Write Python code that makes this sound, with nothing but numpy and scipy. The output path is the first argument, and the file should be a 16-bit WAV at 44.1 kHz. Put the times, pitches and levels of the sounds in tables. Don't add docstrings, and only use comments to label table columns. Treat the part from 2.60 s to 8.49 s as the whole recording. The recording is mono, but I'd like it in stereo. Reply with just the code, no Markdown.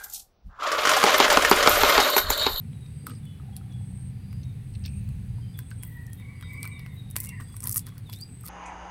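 import sys
import numpy as np
from scipy import signal
from scipy.fft import rfft, irfft, next_fast_len
from scipy.io import wavfile
from scipy.ndimage import uniform_filter1d, map_coordinates

SR = 44100
rng = np.random.default_rng(int(sys.argv[2]) if len(sys.argv) > 2 else 0)


def file_out(sig):
    cols = np.atleast_2d(sig).T
    lim = np.clip(cols, -1, 1)
    pcm = np.round(lim * 32767).astype(np.int16)
    wavfile.write(sys.argv[1], SR, pcm)


N = 259749


def amp(db):
    return 10 ** (np.asarray(db) / 20)


def unit(x):
    return x / np.sqrt(np.mean(x ** 2) + 1e-20)


def along(points, hz):
    f, v = np.transpose(points)
    return np.interp(np.log(hz + 1), np.log(f + 1), v)


def curves(rows):
    s, *cols = np.transpose(rows)
    return [np.interp(np.arange(N) / SR, s, c) for c in cols]


def wobble(rate):
    knots = rng.standard_normal(int(N * rate / SR) + 4)
    return map_coordinates(knots, [np.arange(N) * rate / SR])


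def filtered(x, response):
    m = next_fast_len(N + SR // 2)
    return irfft(rfft(x, m) * response(np.fft.rfftfreq(m, 1 / SR)), m)[..., :N]


def noise(spectrum, channels=2):
    white = rng.standard_normal((channels, N))
    return unit(filtered(white, lambda hz: amp(along(spectrum, hz))))


def field(spectrum, shared_db):
    return unit(noise(spectrum) + amp(shared_db) * noise(spectrum, channels=1))


def coloured(x, spectrum, size=1024):
    gain = amp(along(spectrum, np.fft.rfftfreq(size, 1 / SR)))
    cepstrum = irfft(np.log(np.maximum(gain, 1e-2)))
    cepstrum[1:size // 2] *= 2
    cepstrum[size // 2 + 1:] = 0
    h = irfft(np.exp(rfft(cepstrum)))
    return signal.fftconvolve(x, h[None] / np.linalg.norm(h), axes=1)[:, :N]


def grains(grit_db, clump_db):
    unevenness = amp(grit_db * wobble(900) + clump_db * wobble(120))
    return unit(unevenness * rng.standard_normal((2, N)))


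def panned(pan_db):
    return unit(amp([[pan_db / 2], [-pan_db / 2]]))


def lagged(x, lag_s):
    sides = np.array([[-1], [1]])
    return filtered(x, lambda hz: np.exp(1j * np.pi * hz * lag_s * sides))


def add(track, s, sound):
    part = track[..., max(round(s * SR), 0):][..., :sound.shape[-1]]
    part += sound[..., :part.shape[-1]]


def cycle(hz):
    return 2 * np.pi * np.cumsum(hz) / SR


def garden(x, t60, wet_db):
    t = np.arange(SR) / SR
    tail = rng.standard_normal((2, SR)) * amp(-60 * t / t60)
    echo = signal.fftconvolve(np.atleast_2d(x), unit(tail) / np.sqrt(SR), axes=1)[:, :N]
    return (x + amp(wet_db) * echo) / np.hypot(1, amp(wet_db))


# f/Hz, relative level/dB (per Hz)
HUSH_COLOUR = [(100, 1.5), (350, -6), (500, -9.5), (620, -18), (760, -9.5), (950, -14.5), (1400, -16.5),
               (2400, -15.5), (4000, -20), (5500, -27), (7200, -30.5), (9600, -20), (11000, -24.5),
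               (15800, -30)]
# t/s, level/dB
TUGS = [(.5, -46.5), (2.28, -59), (4.02, -53.5), (4.6, -59), (5.09, -56)]
HUSH_DB, WASH_DB = -54.5, -56
TUG_S = 0.058


def air():
    t = np.arange(N) / SR
    swell = amp(WASH_DB) + sum(amp(db) * np.exp(-((t - s) / TUG_S) ** 2) for s, db in TUGS)
    hush = amp(HUSH_DB) * field(HUSH_COLOUR, shared_db=-4.5) * panned(-1.8)
    wash = field([(60, -50), (180, -3.5), (250, 9.5), (350, -9.0), (500, -8.5), (900, -40.0),
                  (2000, -23.0), (6000, -79)], shared_db=-4)
    return hush + swell * wash * panned(-7.0)


# t/s, firing f/Hz
FIRING = [(0, 75), (.7, 73), (1.1, 61.84), (2.3, 68.07), (3, 57.96), (4.4, 50.06), (5.89, 53.07)]
# multiple of the firing frequency, relative level/dB
ORDERS = [(1, -7.5), (2, -0.5), (3, -12)]
# f/Hz, gain level/dB
BASS_ROLLOFF = [(48, -10), (58, -6), (68, -4)]
# t/s, deep throb relative level/dB, drone relative level/dB
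RUMBLE = [(0.05, -64, -34.5), (0.24, -48.5, -40.5), (1.11, -62, -37.5), (1.15, -64, -33),
          (1.26, -52, -35.5), (1.52, -50, -38), (1.92, -42, -34.5), (2.04, -48, -38), (2.42, -37, -31.5),
          (3.28, -53, -40.5), (4.69, -50, -39), (4.73, -50, -37.5), (4.98, -59, -41.5),
          (5.07, -51.5, -39.5), (5.72, -55.5, -43.5), (5.85, -71, -42)]
# f/Hz, relative level/dB (per Hz)
DRONE_COLOUR = [(40, -68), (75, -7.5), (98, -4), (112, -1), (135, -5), (160, -11), (195, -12), (260, -33.5),
                (400, -49), (900, -106)]
THROB_COLOUR = [(20, -65), (31, -34), (43, 7.5), (55, -3.5), (68, 4.5), (80, 4.5), (100, 11), (200, -48)]


def motor(deep_db=2, noise_db=-1.0, tone_db=-4.5):
    throb_db, drone_db = curves(RUMBLE)
    firing_hz, = curves(FIRING)
    phase = cycle(firing_hz * (1 + 0.0148 * wobble(12)))
    tone = np.zeros(N)
    for k, db in ORDERS:
        level_db = db + along(BASS_ROLLOFF, k * firing_hz) + 3.25 * wobble(8)
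        tone += amp(level_db) * np.sin(k * phase)
    shared_noise = amp(noise_db) * noise(DRONE_COLOUR, channels=1)
    drone = shared_noise + amp(tone_db) * unit(tone) + amp(-27.5) * noise(DRONE_COLOUR)
    throb = noise(THROB_COLOUR, channels=1) + amp(-20) * noise(THROB_COLOUR)
    return amp(drone_db) * drone + amp(throb_db + deep_db) * throb


# first buzz ends t/s, starting period t/s, shrink per buzz t/s,
# buzz length t/s, silent from t/s, relative level/dB, early f/Hz, midway f/Hz, late f/Hz
INSECTS = [(.615, .915, 0.011, 0.43, 6.3, -56, 8460, 8540, 8250),
           (.61, 1.29, 0.1, .41, 5.3, -67, 4820, 4850, 4790)]


def buzzes(count=7, gain_step_db=0.1):
    k = np.arange(count)
    rows = []
    for first, period, shrink, length, silent, db, *drift_hz in INSECTS:
        ends = first + period * k - shrink * k ** 2 / 2
        drift_s = np.linspace(0, N / SR, len(drift_hz))
        for i, end in enumerate(ends):
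            if end < silent:
                rows.append((end - length, end, np.interp(end, drift_s, drift_hz), db + gain_step_db * i))
    return rows


def insects(width=.065, crest=0.82, glide=.035, chorus_db=-68):
    out, t = np.zeros((2, N)), np.arange(N) / SR
    for start, end, hz, db in buzzes():
        u = (t - start) / (end - start)
        swell = np.interp(u, [0, crest, .9, 1], [0, 1, .8, 0]) * amp(1.8 * wobble(22))
        rasp = np.array([wobble(width * hz) + 1j * wobble(width * hz) for _ in out])
        pitch = hz * (1 + glide * (np.clip(u, 0, 1) - crest))
        band = np.real(rasp * np.exp(1j * cycle(pitch))) * np.sqrt(2)
        out += amp(db - 0.5) * swell * band
    chorus = noise([(7000, -74), (7800, -4.0), (8100, 3.5), (8700, -15), (9000, -15), (9600, 4.0),
                    (10500, -38), (13000, -44)])
    return out + amp(chorus_db + 1.8 * wobble(5)) * chorus


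# start t/s, length t/s, centre f/Hz, relative level/dB
CHIRPS = [(0.081, 0.11, 3870, -74), (0.197, 0.1, 3770, -67), (0.624, 0.07, 3420, -61),
          (0.657, 0.038, 3010, -62.5), (0.911, 0.045, 3270, -63), (1.089, 0.05, 3380, -61),
          (1.824, 0.094, 3730, -66.5), (2.808, 0.036, 3130, -62.5), (2.939, 0.017, 3404, -52.5),
          (3.194, 0.038, 3280, -59.5), (3.501, 0.029, 3240, -62.5), (3.566, 0.033, 3680, -60),
          (3.789, 0.0562, 3290, -61.5), (3.821, 0.037, 3720, -54.5), (4.11, 0.043, 3694, -54.5),
          (4.279, 0.051, 3670, -65.5), (4.355, 0.082, 3780, -58.5), (4.469, 0.049, 3710, -64),
          (4.845, 0.081, 3390, -65.5), (5.202, 0.085, 3400, -64.5)]
# t/s, f/Hz, relative level/dB
WHISTLE = [(5.45, 4020, -74), (5.47, 3670, -48.5), (5.5, 3360, -49), (5.54, 3540, -48), (5.575, 3670, -54),
           (5.605, 4390, -49), (5.625, 4750, -35.5), (5.637, 4830, -34.5), (5.65, 5170, -80)]
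CHIRP_FALL = 0.0472


def birds(quaver=0.01):
    chirps = np.zeros(N)
    for s, length, centre_hz, db in CHIRPS:
        u = np.linspace(0, 1, max(int(length * SR), 2))
        quavering = 1 + quaver * map_coordinates(rng.standard_normal(16), [15 * u])
        pitch = centre_hz * (1 + CHIRP_FALL * (.5 - u)) * quavering
        add(chirps, s, amp(db + 10.5) * np.sin(np.pi * u) * np.sin(cycle(pitch)))
    hz, db = curves(WHISTLE)
    sample = np.arange(N)
    sounding = (sample > WHISTLE[0][0] * SR) & (sample < WHISTLE[-1][0] * SR)
    whistle_tone = np.sin(cycle(hz * (1 + 0.0092 * wobble(200))))
    whistle = amp(db + 2.8 * wobble(70)) * sounding * whistle_tone
    far_chirps = garden(chirps, t60=.42, wet_db=5) * panned(-9.5)
    return far_chirps + garden(whistle, t60=0.22, wet_db=-8.0) * panned(-8.0)


# t/s, pitch f/Hz, relative level/dB, second voice level/dB re first,
# lift of the top harmonic level/dB
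CROW = [(3.22, 474, -95, -25, 0), (3.255, 481, -60, -25, 6), (3.33, 489, -55.5, -23, -2),
        (3.375, 478, -49.5, -27, -6), (3.43, 466, -55, -30, -7), (3.49, 467.4, -59.5, -22, -2),
        (3.55, 499, -92, -12, 0), (3.595, 556, -65, 11, 0), (3.64, 557, -50.5, -16, -6),
        (3.7, 566, -48, -11, -7), (3.76, 552.4, -57, -7, -2), (3.84, 555, -56, 2, 0),
        (3.92, 560, -50.5, -3, 0), (3.98, 570, -44.5, -9, -4), (4.15, 569, -44, -11, -2),
        (4.25, 545.6, -56, -3, 3), (4.33, 518, -58, -8, 0), (4.41, 511, -90, -5, 0),
        (4.54, 472, -80, -10, 0), (4.565, 472, -52, -7, 10), (4.6, 505, -53, -7, 16),
        (4.63, 539, -52.5, -20, 13), (4.68, 545.3, -49, -16, 25.5), (4.72, 535, -45, -1.5, 4),
        (4.75, 490, -51, -9, 8), (4.8, 464, -52, -12, 5), (4.83, 448, -100, -12, 3)]
# harmonic number, relative level/dB
THROAT = [(2, -13.5), (3, -38), (4, 0.5), (5, -23.5)]


def rooster(level_db=2, second_ratio=.905, hoarse=.019, flutter_db=4.5):
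    pitch, loud_db, second_db, lift_db = curves(CROW)
    top = THROAT[-1][0]

    def voice(hz):
        phase = cycle(hz * (1 + hoarse * wobble(140)))
        total = np.zeros(N)
        for k, level in THROAT:
            harmonic_db = level + lift_db * (k == top) + flutter_db * wobble(70)
            total += amp(harmonic_db) * np.sin(k * phase)
        return total

    call = voice(pitch) + amp(second_db) * voice(second_ratio * pitch)
    return garden(amp(loud_db + level_db) * call, t60=0.27, wet_db=5) * panned(-2.5)


# start t/s, end t/s, centre f/Hz, width in octaves, relative level/dB,
# left re right level/dB
RUSTLES = [(0.467, 0.576, 2600, 1, -54.5, -1), (0, 0.66, 400, 0.18, -66, -8),
           (0.806, 1.653, 773, 0.1, -62.5, -15), (2.202, 2.702, 2530, 0.11, -60.5, 1),
           (3.235, 3.37, 14000, 0.21, -52, 22), (3.32, 3.45, 13800, .2, -62, 16),
           (3.41, 3.48, 14000, .17, -62, 16), (3.53, 3.63, 12500, .25, -60, -12),
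           (4.31, 4.46, 13000, .3, -62, 2)]


def rustles(crest=0.072):
    out, t = np.zeros((2, N)), np.arange(N) / SR
    for start, end, hz, octaves, db, pan_db in RUSTLES:
        swell = np.interp((t - start) / (end - start), [0, crest, 1], [0, 1, 0])
        white = rng.standard_normal((2, N))
        band = filtered(white, lambda f: np.exp(-.5 * (np.log2((f + 1) / hz) / octaves) ** 2))
        out += amp(db) * panned(pan_db) * swell * unit(band)
    return out * amp(4.1 * wobble(250))


# t/s, relative level/dB, ring f/Hz
BUMPS = [(.468, -24, 1305), (0.474, -33, 1230), (0.481, -42, 1020), (.5, -33.5, 1270), (.515, -39, 1260),
         (0.799, -40, 1246), (1.012, -46, 1290), (2.784, -44, 960), (2.99, -38.5, 1570),
         (3.115, -34.5, 1523), (3.835, -40, 1375), (4.045, -34.5, 1300), (5.494, -38, 990),
         (5.839, -37, 1230), (5.871, -46, 1260)]


def bumps(spread=0.07, left_db=-5, t60=.045):
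    out, t = np.zeros((2, N)), np.arange(SR // 10) / SR
    for s, db, hz in BUMPS:
        modes = hz * np.exp(rng.normal(0, spread, (4, 1)))
        ring = np.sin(2 * np.pi * hz * t) + 0.36 * np.sin(2 * np.pi * modes * t).sum(0)
        ring = ring * amp(db - 60 * t / t60) * (1 - np.exp(-t / 0.00049))
        add(out[0], s, amp(left_db) * ring)
        add(out[1], s, ring)
    return out


# t/s, relative level/dB, starting mouth cavity f/Hz
SMACKS = [(4.7989, -35.5, 1140), (4.942, -42.5, 1120), (5.04, -38, 1040), (5.048, -36, 997),
          (5.054, -40, 975), (5.072, -37, 1013), (5.08, -42, 990), (5.094, -44, 1190), (5.104, -44, 1210),
          (5.142, -44, 1150), (5.1584, -30, 1214), (5.1679, -32, 1214), (5.178, -49, 1080),
          (5.267, -41, 1250), (5.279, -47, 1460), (5.3217, -46, 1130), (5.3686, -48, 1460),
          (5.857, -44, 1220), (5.875, -45, 1250), (5.884, -41, 1210)]
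UPPER_HZ, UPPER_DB = 1917, -3
LOWER_T60, UPPER_T60 = 0.029, 0.035


def smacks(attack_s=0.0012, opening=1.2, rough=0.25):
    out, t = np.zeros((2, N)), np.arange(SR // 16) / SR
    for s, db, hz in SMACKS:
        glide = 1 + opening * t
        upper_hz = UPPER_HZ * rng.normal(1, 0.031)
        lower = amp(-60 * t / LOWER_T60) * np.sin(cycle(hz * glide))
        upper = amp(UPPER_DB - 60 * t / UPPER_T60) * np.sin(cycle(upper_hz * glide))
        ragged = 1 + rough * unit(uniform_filter1d(rng.standard_normal(len(t)), size=60))
        attack = 1 - np.exp(-t / attack_s)
        add(out, s, amp(db) * panned(-8.0) * ragged * (lower + upper) * attack)
    return out


# start t/s, end t/s, crust relative level/dB, jaw relative level/dB
GRINDS = [(3.86, 4.1, -62, -61), (4.611, 4.679, -43, -54), (4.792, 4.851, -58, -49),
          (4.853, 4.993, -63, -56.5), (5.021, 5.098, -43, -45), (5.078, 5.136, -40, -63),
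          (5.156, 5.185, -32, -41.5), (5.255, 5.317, -62, -52), (5.31, 5.425, -79, -61),
          (5.46, 5.666, -54.5, -73), (5.832, 5.927, -43, -49.5)]
# f/Hz, relative level/dB (per Hz)
CRUST_COLOUR = [(2500, -39), (3700, -26), (4400, -13), (5600, -6), (7000, -7), (8200, 0.5), (8900, -2.5),
                (9650, 4.5), (10700, -3), (12000, 1), (13700, -2), (15600, -2), (16300, -17), (17000, -29)]
JAW_COLOUR = [(250, 4.5), (600, -21), (900, -11), (1050, 0.5), (1250, -2), (1550, -5), (2050, -7),
              (2500, -11.5), (3300, -14.5), (6000, -16.5)]
STROKE_RISE, STROKE_FALL = 0.28, 0.27


def crackle():
    t = np.arange(N) / SR
    crust, jaw = np.zeros((2, N))
    for start, end, crust_db, jaw_db in GRINDS:
        u = (t - start) / (end - start)
        stroke = np.clip(np.minimum(u / STROKE_RISE, (1 - u) / STROKE_FALL), 0, 1)
        crust += amp(crust_db) * stroke
        jaw += amp(jaw_db) * stroke
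    fizz = coloured(crust * grains(grit_db=6, clump_db=5), CRUST_COLOUR)
    body = coloured(jaw * grains(grit_db=3.0, clump_db=6.0), JAW_COLOUR)
    return (fizz + body) * panned(-3.8)


# t/s, relative level/dB, ring f/Hz
CRACKS = [(.131, -53, 3300), (.262, -50, 3600), (.552, -48, 4730), (1.123, -54, 6000), (1.832, -41.5, 6200),
          (2.138, -52, 4500), (2.151, -45, 3900), (2.2385, -39, 4460), (2.251, -33.5, 3900),
          (2.26, -35, 5060), (2.279, -46, 5400), (4.042, -43, 4160), (4.642, -40, 6150), (4.652, -44, 6000),
          (4.689, -36.5, 5740), (5.301, -49, 3620), (5.6895, -54, 2300)]
# f/Hz, gain level/dB
CHEEK = [(600, -14), (2000, 3), (6000, -1.5), (7200, -22), (16000, -22)]


def cracks(t60=0.03, sharpness=7, second_ratio=0.685, second_db=-7, grit_db=4):
    out, t = np.zeros((2, N)), np.arange(SR // 16) / SR
    for s, db, hz in CRACKS:
        white = rng.standard_normal((2, len(t))) + rng.standard_normal(len(t))
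        upper = unit(signal.lfilter(*signal.iirpeak(hz, sharpness, SR), white))
        lower = unit(signal.lfilter(*signal.iirpeak(hz * second_ratio, sharpness, SR), white))
        rough = unit(uniform_filter1d(rng.standard_normal(len(t)), size=50))
        shape = amp(db - 60 * t / t60) * (1 - np.exp(-t / 0.00068)) * unit(amp(grit_db * rough))
        add(out, s, shape * panned(-7.5) * (upper + amp(second_db) * lower))
    return filtered(out, lambda hz: amp(along(CHEEK, hz)))


# t/s, relative level/dB
CLACKS = [(.4686, -20), (4.565, -3)]
# f/Hz, relative level/dB
TEETH_COLOUR = [(100, -5), (400, -1), (1200, -3), (2300, 4.5), (4500, -2.5), (6500, -5), (8200, 5.5),
                (10000, 1.5), (16000, -20)]


def clacks():
    blows = np.zeros((2, N))
    for s, db in CLACKS:
        add(blows, s, amp(db) * panned(-13.5))
    return coloured(blows, TEETH_COLOUR)


def burst(t, snap_s=0.00058, tail_db=-18, tail_t60=0.073, lead_t60=0.025, flake_hz=11500, flake=1.0):
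    rise = np.maximum(t, 0) / snap_s
    snap = rise ** 2 * np.exp(2 * (1 - rise))
    ragged = unit(amp(4 * unit(uniform_filter1d(rng.standard_normal(len(t)), size=40))))
    trail_db = tail_db - 60 * np.maximum(t / tail_t60, -t / lead_t60)
    shape = snap + amp(trail_db) * ragged
    white = rng.standard_normal((2, len(t))) + 0.76 * rng.standard_normal(len(t))
    pitch = np.clip(flake_hz * np.exp(rng.normal(0, .3)), 4000, 15500)
    tinted = white + flake * unit(signal.lfilter(*signal.iirpeak(pitch, 5, SR), white))
    return unit(shape * tinted) * np.sqrt(np.mean(shape ** 2))


# average f/Hz, average relative level/dB, fade by 60 dB t/s
PLATE = [(1013, 0, 0.13), (1170, 13.5, 0.0092), (1493, 0, 0.065), (2060, 17.5, 0.0066),
         (2720, 14.5, 0.0053)]


def plate_ring(t):
    ring = 0
    for hz, level, t60 in PLATE:
        fade = amp(level + rng.normal(0, 1.6) - 60 * t / t60)
        knock_hz = hz * rng.normal(1, 0.0274)
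        ring = ring + fade * np.sin(2 * np.pi * knock_hz * t + rng.normal(0, 1.95, (2, 1)))
    return ring


# t/s, relative level/dB, mouth level/dB re that,
# plate knock level/dB re that, left re right level/dB
BITES = [(.468, -22, -6, -10.5, -3), (.497, -34.5, -10, -10, -2), (.654, -41, -16, -9, 2),
         (0.9654, -24, -8, -27, -13), (1.729, -41.5, 1, 0.5, -10), (3.227, -32, -14, -20, 15),
         (2.26, -29.5, 9, -21, -0.5), (2.4894, -38.5, -5, -12, -4), (2.975, -38, -19, -17, -14),
         (2.99, -22, -10, -13.5, -18), (3.1058, -34.5, -20, -17, -9), (3.113, -44.5, 10, 6.5, -14),
         (3.234, -23.5, -15.5, -11, 19), (3.466, -35, -31, -38, -13), (3.501, -43, -14, -5, -8),
         (3.532, -28, -30, -37, -25), (3.599, -38.5, -20, -7, -15), (3.8107, -35, -7, -4, -13),
         (3.826, -40.5, 0, 10, -4), (3.934, -33, -20, -30, -10), (4.03, -22, -6, -15, -8),
         (4.042, -37, 7, -2, -12), (4.054, -28.5, -7, -1, -21), (4.0756, -28, -11, -9.5, -12),
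         (4.194, -36.5, 4.5, -4, -11), (4.263, -39, 1.5, 7, -14), (4.502, -34, -8, -28, -5),
         (4.511, -27.5, -26, -36, -6), (4.5578, -38, 3, 9, -9), (4.561, -23, -25, -22, -5),
         (4.5647, -8.5, -15.5, -24, -3.5), (4.584, -23.5, -30, -21, -3), (4.6026, -14, -19, -34, -6),
         (4.607, -21, -23, -38, -5), (4.619, -28, -22, -35, -6), (4.633, -28, -22, -38, -8),
         (4.639, -24, -21, -40, -6), (4.6477, -23, -19, -35, -6), (4.658, -24, -20, -38, -7),
         (4.671, -29, -14, -35, -2), (4.691, -22, -17, -22, -2), (4.802, -40, -2, 3, -17),
         (4.9664, -24, -12, -14.5, -12), (5.0044, -23, -22, -23, -8), (5.023, -30, -28, -19, -10),
         (5.0305, -27, -25, -28, -6), (5.035, -28, -25, -30, -6), (5.0396, -14.5, -40, -38, -11),
         (5.056, -23, -14, -25, -9), (5.072, -11, -15, -35, -4), (5.0942, -13, -18, -29, -6),
         (5.105, -22, -13, -28, -5), (5.113, -15, -26, -45, 1), (5.1245, -15, -29, -45, -7),
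         (5.128, -16, -24, -45, -6), (5.144, -15.5, -14, -31, -2), (5.151, -20, -23, -26, -3),
         (5.1597, -12, -15, -34, -11), (5.1628, -20, -17, -28, -4), (5.1655, -23, -20, -28, -2),
         (5.169, -8, -30, -38, -1), (5.174, -11, -31, -33, -3), (5.179, -6.5, -25.5, -48, -3.5),
         (5.193, -19.5, -12, -36, -4), (5.267, -27, -3.5, -18, -19), (5.286, -39, -6, -14, -12),
         (5.38, -33, -8, -11, -23), (5.498, -32, -1, -9, -10), (5.53, -26.5, 0, -28, -12),
         (5.536, -29.5, 3, -20, -12), (5.561, -37, -6, -27, -10), (5.588, -37, -16, -30, -12),
         (5.612, -26.5, -17, -36, -10), (5.81, -35, -24, -22, -9), (5.858, -28, -18, -31, 2),
         (5.8638, -24, -10.5, -22, -5), (5.876, -27, -4, -22, -2), (5.883, -28, -3, -24, -6)]
# f/Hz, relative level/dB
MOUTH_COLOUR = [(400, -4), (1800, -4.5), (2300, 10), (2800, 8), (4400, 13), (5600, 8.5), (7000, -13.5),
                (11000, -30)]


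def bites(crust_db=-8, mouth_db=-11, knock_db=-20, splinter_db=-18, count=2):
    crust, mouth, plate = np.zeros((3, 2, N))
    t = np.arange(SR // 16) / SR
    lead = .01
    for s, db, dull_db, ring_db, pan_db in BITES:
        gain = amp(db) * panned(pan_db)
        add(crust, s - lead, gain * burst(t - lead))
        dull = burst(t - lead, snap_s=0.00046, tail_db=-10.5, tail_t60=0.083, flake_hz=5030, flake=0.12)
        add(mouth, s - lead, gain * amp(dull_db) * dull)
        for offset_s, size_db in rng.normal([.002, 0], [.005, 3], (count, 2)):
            splinter = amp(splinter_db + size_db) * burst(t - lead)
            add(crust, s - lead + offset_s, gain * splinter)
        add(plate, s, amp(db + ring_db) * panned(pan_db / 2) * plate_ring(t))
    bright = amp(crust_db) * coloured(crust, CRUST_COLOUR)
    return bright + amp(mouth_db) * coloured(mouth, MOUTH_COLOUR) + amp(knock_db) * plate


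GARDEN_LAG_S, CAT_LAG_S = 0.000459, 0.00015
PLATE_LAG_S = 0.00043


def scene():
    background = air() + motor() + insects() + birds() + rooster() + rustles()
    chewing = bites() + cracks() + clacks() + smacks() + crackle()
    eating = lagged(chewing, CAT_LAG_S) + lagged(bumps(), PLATE_LAG_S)
    return garden(eating, t60=.1, wet_db=-14) + lagged(background, GARDEN_LAG_S)


TOP_HZ = 16250


def record(dry):
    return filtered(dry, lambda hz: 1 / np.sqrt(1 + (hz / TOP_HZ) ** 120))


dry = scene()
out = record(dry)
file_out(out)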